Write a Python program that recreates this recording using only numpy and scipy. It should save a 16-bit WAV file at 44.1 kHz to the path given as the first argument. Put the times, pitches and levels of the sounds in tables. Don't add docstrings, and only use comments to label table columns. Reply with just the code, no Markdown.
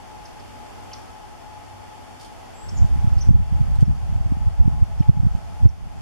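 import sys
import numpy as np
from scipy import signal
from scipy.fft import rfft, irfft, next_fast_len
from scipy.io import wavfile
from scipy.ndimage import uniform_filter1d

SR = 44100
rng = np.random.default_rng(int(sys.argv[2]) if len(sys.argv) > 2 else 0)


def generate_wav(sig):
    pcm = np.round(np.clip(np.atleast_2d(sig).T, -1, 1) * 32767).astype(np.int16)
    wavfile.write(sys.argv[1], SR, pcm)


N = 265041
TIME = np.arange(N) / SR

# frequency in Hz, relative density in dB.
AIR_SPECTRUM = [(15, -42), (25, 1), (64, 6.5), (93, 1), (148, -3), (188, -3.5), (537, -5.5), (848, -8),
                (1200, -15.5), (3340, -21.5), (3930, -26.5), (4740, -24), (10300, -32), (13200, -38),
                (15500, -53)]
# time in seconds, gain in dB.
BREEZE = [(0, 1.6), (0.4, 2.5), (1.0, 3), (1.2, 1.26), (3.0, 2.5), (4.8, -0.6), (6, 0.8)]
# frequency in Hz, relative density in dB.
RUSH_SPECTRUM = [(100, -56), (240, 13.5), (450, 3.5), (700, 0), (1400, -44)]
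# time in seconds, level in dB.
WHINE_FADING = [(0.0, -51.5), (0.23, -44), (0.33, -52.5), (0.68, -48), (0.72, -60), (0.8, -44), (1.03, -51),
                (1.05, -59), (1.22, -45), (1.4, -53.5), (1.45, -43.5), (1.69, -52.5), (1.72, -39.5),
                (1.77, -53.5), (2.16, -48), (2.19, -55), (2.31, -49), (2.39, -65), (2.42, -53), (2.59, -59),
                (2.62, -44.5), (2.74, -57), (2.84, -48), (2.92, -55.5), (3.01, -43), (3.12, -55.5),
                (3.64, -48.5), (3.68, -69), (3.76, -48.5), (3.81, -58), (3.84, -58), (4.81, -51),
                (4.85, -71), (4.91, -53), (4.96, -60), (5.06, -42.5), (5.13, -59), (5.18, -41.5),
                (5.23, -55.5), (5.46, -47.5), (5.56, -59), (5.61, -43), (5.66, -59), (5.82, -76),
                (5.83, -57), (6.0, -48)]
# centre in Hz, nominal width in Hz, level in dB, left minus right in dB.
DRONE_BANDS = [(97.7, 2.9, -56, 4.5), (248.2, 28, -68, 13), (589.6, 20, -64, -1), (671.5, 24, -64.5, 16.5),
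               (705, 75, -62, 16.5), (767, 35, -56, 2.5), (822, 23, -59, 5), (869, 58, -58, 9.5),
               (1051, 16, -69, 13), (1285, 54, -65.5, 10.5)]
# time in seconds, level before filtering in dB.
TICK_EVENTS = [(2.199, -45), (2.2132, -42), (2.2294, -48), (2.233, -50), (2.248, -45), (2.262, -48),
               (3.756, -47), (3.809, -44.5)]
# frequency in Hz, gain in dB.
TICK_FILTER = [(1500, -37), (2600, 0), (3300, 11), (4300, 6.5), (5100, 8.5), (7000, 1), (8100, 0),
               (8700, 7.5), (9700, -6), (12500, -4), (15500, -28)]
# start in seconds, length in seconds, fall in Hz,
# starting level in dB, crescendo in dB.
WHISTLE_NOTES = [(2.531, 0.148, 0, -59.5, 3), (2.735, .055, 1150, -60.5, 13)]
# time of the top in seconds, length in seconds, top pitch in Hz,
# fraction by which the ends lie lower, peak level in dB.
CHIP_ARCHES = [(0.258, 0.013, 5630, 0.46, -43), (0.403, 0.016, 5440, 0.49, -49),
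               (0.919, 0.013, 3110, 0.3, -46), (0.929, 0.01, 2650, 0.32, -45),
               (0.936, 0.012, 5750, 0.42, -33.5), (0.943, 0.0068, 3600, 0.25, -49),
               (2.693, 0.016, 5930, 0.363, -40), (2.782, 0.027, 6780, 0.38, -42.5),
               (3.189, 0.015, 5400, 0.41, -43.5), (3.219, 0.031, 5950, 0.23, -37),
               (3.858, 0.02, 5700, .15, -54), (5.002, .036, 5640, .1, -56.5),
               (5.024, 0.0089, 3090, 0.27, -49), (5.03, 0.0097, 2710, 0.6, -47),
               (5.692, 0.012, 5800, 0.21, -43), (6.0, 0.09, 7250, .1, -62)]
# time in seconds, level in dB.
GUST_LEVEL = [(0, -61), (0.22, -64), (0.42, -42), (0.75, -59), (2.6, -54), (2.67, -29), (2.8, -19),
              (3.15, -20.5), (3.35, -12.5), (3.48, -19.5), (3.9, -16), (4.08, -23.5), (4.38, -19),
              (4.55, -21.5), (4.92, -25.5), (5.14, -21.5), (5.22, -23.5), (5.33, -24), (5.42, -36.5),
              (5.55, -30), (5.66, -16), (5.73, -25.5), (6, -29)]
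# frequency in Hz, relative density in dB.
RUMBLE_SPECTRUM = [(8.8, -29), (15, -15.5), (59, 6.5), (86, 2), (148, -9.5), (219, -20), (426, -46.5),
                   (560, -64), (730, -64), (1230, -120)]
# time in seconds, gain of the small eddies in dB.
GUST_CHURN = [(0, -7), (2.7, 4), (2.95, -4), (3.06, 1), (4.0, -1.5), (4.3, -4), (6, 7.5)]
# time in seconds, level in dB,
# fastest swing in Hz, half length in seconds.
BUFFET_EVENTS = [(2.792, -8, 78, 0.0078), (2.823, -0.5, 86, 0.0099), (2.847, -4.5, 110, 0.0053),
                 (2.931, -8, 74.5, 0.019), (3.047, -4.5, 148, 0.0049), (3.076, -5, 102, 0.0065),
                 (3.128, -5.5, 76, 0.0074), (3.174, -5.5, 92, 0.0067), (3.274, -9, 95, 0.0025),
                 (3.293, 4, 100, 0.006), (3.310, 2, 155, 0.0048), (3.352, 0, 92, 0.01),
                 (3.527, -6, 123, 0.0043), (3.553, -9, 100, 0.0055), (3.613, -7.5, 141, 0.011),
                 (3.739, -15, 65, 0.0069), (3.789, -6, 91, 0.0032), (3.829, 3, 140, 0.0067),
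                 (3.882, -10, 182, 0.006), (3.9, -6, 125, 0.0078), (4.162, -11.5, 90, 0.005),
                 (4.211, -9.5, 96, 0.003), (4.263, -8.5, 109, 0.007), (4.323, -9.5, 212, 0.0033),
                 (4.371, -16, 167, 0.0027), (4.472, -6, 106, 0.0072), (4.608, 1, 75, 0.011),
                 (4.659, -5.5, 125, 0.0044), (4.68, -0.5, 156, 0.0031), (4.827, -0.5, 96.5, 0.0078),
                 (5.008, -1, 153, 0.004), (5.095, 5, 139, 0.007), (5.173, -8, 138, 0.0062),
                 (5.202, -2.5, 103, 0.005), (5.234, -5.5, 130, 0.004), (5.252, -6, 120, 0.01),
                 (5.27, -2.5, 130, 0.0038), (5.352, -5.5, 96, 0.0029), (5.637, -2.5, 87, 0.0093),
                 (5.661, 8, 122, 0.008)]
# frequency in Hz, relative density in dB.
SHED_SPECTRUM = [(90, 9), (160, 14), (240, 0), (330, -8.5), (480, -31), (1500, -48)]
# centre in Hz, width in Hz.
NOTCH_BANDS = [(3945, 190), (7880, 140)]


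def from_db(db):
    return 10 ** (np.asarray(db) / 20)


def unit_rms(x):
    return x / np.sqrt(np.mean(x ** 2) + 1e-20)


def envelope(rows):
    return np.interp(TIME, *np.transpose(rows))


def colour(x, points):
    hz, db = np.transpose(points)
    bins = np.linspace(0, SR / 2, N + 1)
    gain = from_db(np.interp(np.log(bins + 1), np.log(hz), db))
    return irfft(rfft(x, 2 * N) * gain)[..., :N]


def drift(rate_hz):
    pole = np.exp(-80 * np.pi * rate_hz / SR)
    slow = signal.lfilter([1], [1, -2 * pole, pole * pole], rng.standard_normal(N // 40 + 2002))[2000:]
    return np.interp(np.arange(N) / 40, np.arange(len(slow)), unit_rms(slow))


def narrowband(hz, waver_hz):
    return (drift(waver_hz) + 1j * drift(waver_hz)) * np.exp(2j * np.pi * hz * TIME)


def pan(db):
    return from_db(np.array([[db], [-db]]) / 2)


def off_axis(x, lag_s=0.00003):
    hz = np.arange(N // 2 + 1) * SR / N
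    return np.array([x, irfft(rfft(x) * np.exp(-2j * np.pi * hz * lag_s), N)])


def capsules(side, mid_db, mid):
    return side * np.array([[1], [-1]]) + from_db(mid_db) * mid


def reed_scatter(x, t60, wet_db, build_s=0.0013, smear_rad=3.4, smear_hz=70):
    t = TIME[:SR // 2]
    tail = rng.standard_normal((2, len(t))) * from_db(-60 * t / t60) * (1 - np.exp(-t / build_s))
    tail /= np.sqrt(np.sum(tail ** 2, axis=1, keepdims=True))
    scattered = signal.fftconvolve(np.atleast_2d(x), tail, axes=1)
    analytic = signal.hilbert(scattered, next_fast_len(N + len(t)))[:, :N]
    return x + from_db(wet_db) * (analytic * np.exp(1j * smear_rad * drift(smear_hz))).real


def air_hiss(level_db=-45):
    side, mid = unit_rms(colour(rng.standard_normal((2, N)), AIR_SPECTRUM))
    mid = colour(mid, [(60, -7.5), (380, -8.5), (650, -8.0), (1000, 1.5), (2000, 0.0)])
    return capsules(side, 0, mid) * from_db(level_db + envelope(BREEZE))


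def reed_rush(base_db=-69, exponent=5.75):
    rush = unit_rms(colour(rng.standard_normal((2, N)), RUSH_SPECTRUM))
    return rush * from_db(base_db + exponent * envelope(BREEZE))


def far_whine(hz=849, waver_hz=8, steadiness=0.65, flicker_db=2.1, flicker_hz=18):
    band = narrowband(hz, waver_hz)
    tone = unit_rms((band / (np.abs(band) + 0.19) ** steadiness).real)
    level_db = envelope(WHINE_FADING) + flicker_db * np.tanh(drift(flicker_hz))
    out = tone * from_db(level_db) * pan(7.1)
    for centre_hz, width_hz, db, pan_db in DRONE_BANDS:
        out += narrowband(centre_hz, width_hz * 0.57).real * from_db(db) * pan(pan_db)
    return out


def ticks(decay_s=0.0011):
    bursts = sum(from_db(db) * np.exp(-np.abs(TIME - s) / decay_s) for s, db in TICK_EVENTS)
    return reed_scatter(colour(bursts * rng.standard_normal(N), TICK_FILTER), t60=0.13, wet_db=3.5)


def bird_whistle(start_hz=7645, waver_hz=60, flicker_db=3, bend=0.87, edge_s=0.015):
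    out = np.zeros(N)
    waver, flicker = waver_hz * drift(120), flicker_db * drift(50)
    for start, length, fall_hz, db, crescendo_db in WHISTLE_NOTES:
        on = (TIME > start) & (TIME < start + length)
        u = (TIME[on] - start) / length
        edges = np.minimum(np.minimum(u, 1 - u) * length / edge_s, 1)
        pitch = start_hz - fall_hz * u ** bend + waver[on]
        amplitude = edges * from_db(db + crescendo_db * u + flicker[on])
        out[on] += amplitude * np.sin(2 * np.pi * np.cumsum(pitch) / SR)
    return reed_scatter(out, t60=0.43, wet_db=7.0, smear_rad=0.6)


def bird_chips(arch_power=2.18, taper=0.76, rasp=0.17):
    out, jitter = np.zeros(N), drift(900)
    for s, length, top_hz, sweep, db in CHIP_ARCHES:
        u = (TIME - s) / (length / 2)
        on = np.abs(u) < 1
        pitch = top_hz * (1 - sweep * (np.abs(u[on]) ** arch_power + rasp * jitter[on]))
        amplitude = from_db(db) * np.cos(u[on] * np.pi / 2) ** taper
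        out[on] += amplitude * np.sin(2 * np.pi * np.cumsum(pitch) / SR)
    return reed_scatter(off_axis(out), t60=0.32, wet_db=-4.5)


def wind_rumble(lumpy_db=4.5, split_hz=160, flutter_db=9, flutter_hz=16, large_db=-2.5, even_s=0.0475):
    turbulence = unit_rms(colour(rng.standard_normal((2, N)), RUMBLE_SPECTRUM))
    turbulence /= np.sqrt(uniform_filter1d(turbulence ** 2, int(even_s * SR), axis=1))
    large = signal.sosfiltfilt(signal.butter(2, split_hz, fs=SR, output="sos"), turbulence)
    churn_db = envelope(GUST_CHURN) + flutter_db * np.tanh(drift(flutter_hz))
    small = (turbulence - large) * from_db(churn_db)
    rumble = from_db(large_db) * capsules(large[0], -11.5, large[1]) + capsules(small[0], -15, small[1])
    gust_db = envelope(GUST_LEVEL) + lumpy_db * np.tanh(drift(12.1))
    return rumble * pan(-0.22) * from_db(gust_db)


def wind_buffets(shed_db=-20, brisk_hz=140, crossing_s=0.00017, steepening=0.1, lean_db=-2):
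    out = np.zeros((2, N))
    side, mid = unit_rms(colour(rng.standard_normal((2, N)), SHED_SPECTRUM))
    small_eddies = from_db(shed_db) * capsules(side, -10.5, mid)
    lag_s = crossing_s * np.array([[1], [0]])
    skews = rng.uniform(-0.52, 0.28, len(BUFFET_EVENTS))
    for (s, db, hz, half_s), skew in zip(BUFFET_EVENTS, skews):
        u = (TIME - s - lag_s) / half_s
        away = np.where(u < 0, u * (1 + steepening * from_db(db) ** 2), u)
        phase = 2 * np.pi * hz * half_s * np.arcsinh(u) + skew
        swing = np.cos(phase) / (1 + away ** 2) * np.exp(-(away / 3.5) ** 2)
        shed = small_eddies * hz / brisk_hz * np.exp(-(away / 2.35) ** 2)
        out += from_db(db) * (swing * np.array([[1], [-1]]) + shed)
    return out * pan(lean_db) / pan(lean_db).max()


def scene():
    pond = air_hiss() + reed_rush() + far_whine() + bird_chips() + bird_whistle() + ticks()
    return pond + wind_rumble() + wind_buffets()


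def record(dry, attack_s=0.00003, release_db_per_s=15, notch_depth=0.9, cutoff_hz=15100):
    peak_db = 20 * np.log10(np.max(np.abs(dry), axis=0) + 1e-9)
    over_db = np.maximum(peak_db, 0)
    held_db = np.maximum.accumulate(over_db + release_db_per_s * TIME) - release_db_per_s * TIME
    pole = np.exp(-1 / (attack_s * SR))
    duck_db = signal.lfilter([1 - pole], [1, -pole], held_db)
    out = np.clip(dry * from_db(-duck_db), -1, 1)
    for hz, width_hz in NOTCH_BANDS:
        out = out - notch_depth * signal.lfilter(*signal.iirpeak(hz, hz / width_hz, fs=SR), out)
    return signal.sosfilt(signal.ellip(8, 0.1, 80, cutoff_hz, fs=SR, output="sos"), out)


dry = scene()
out = record(dry)
generate_wav(out)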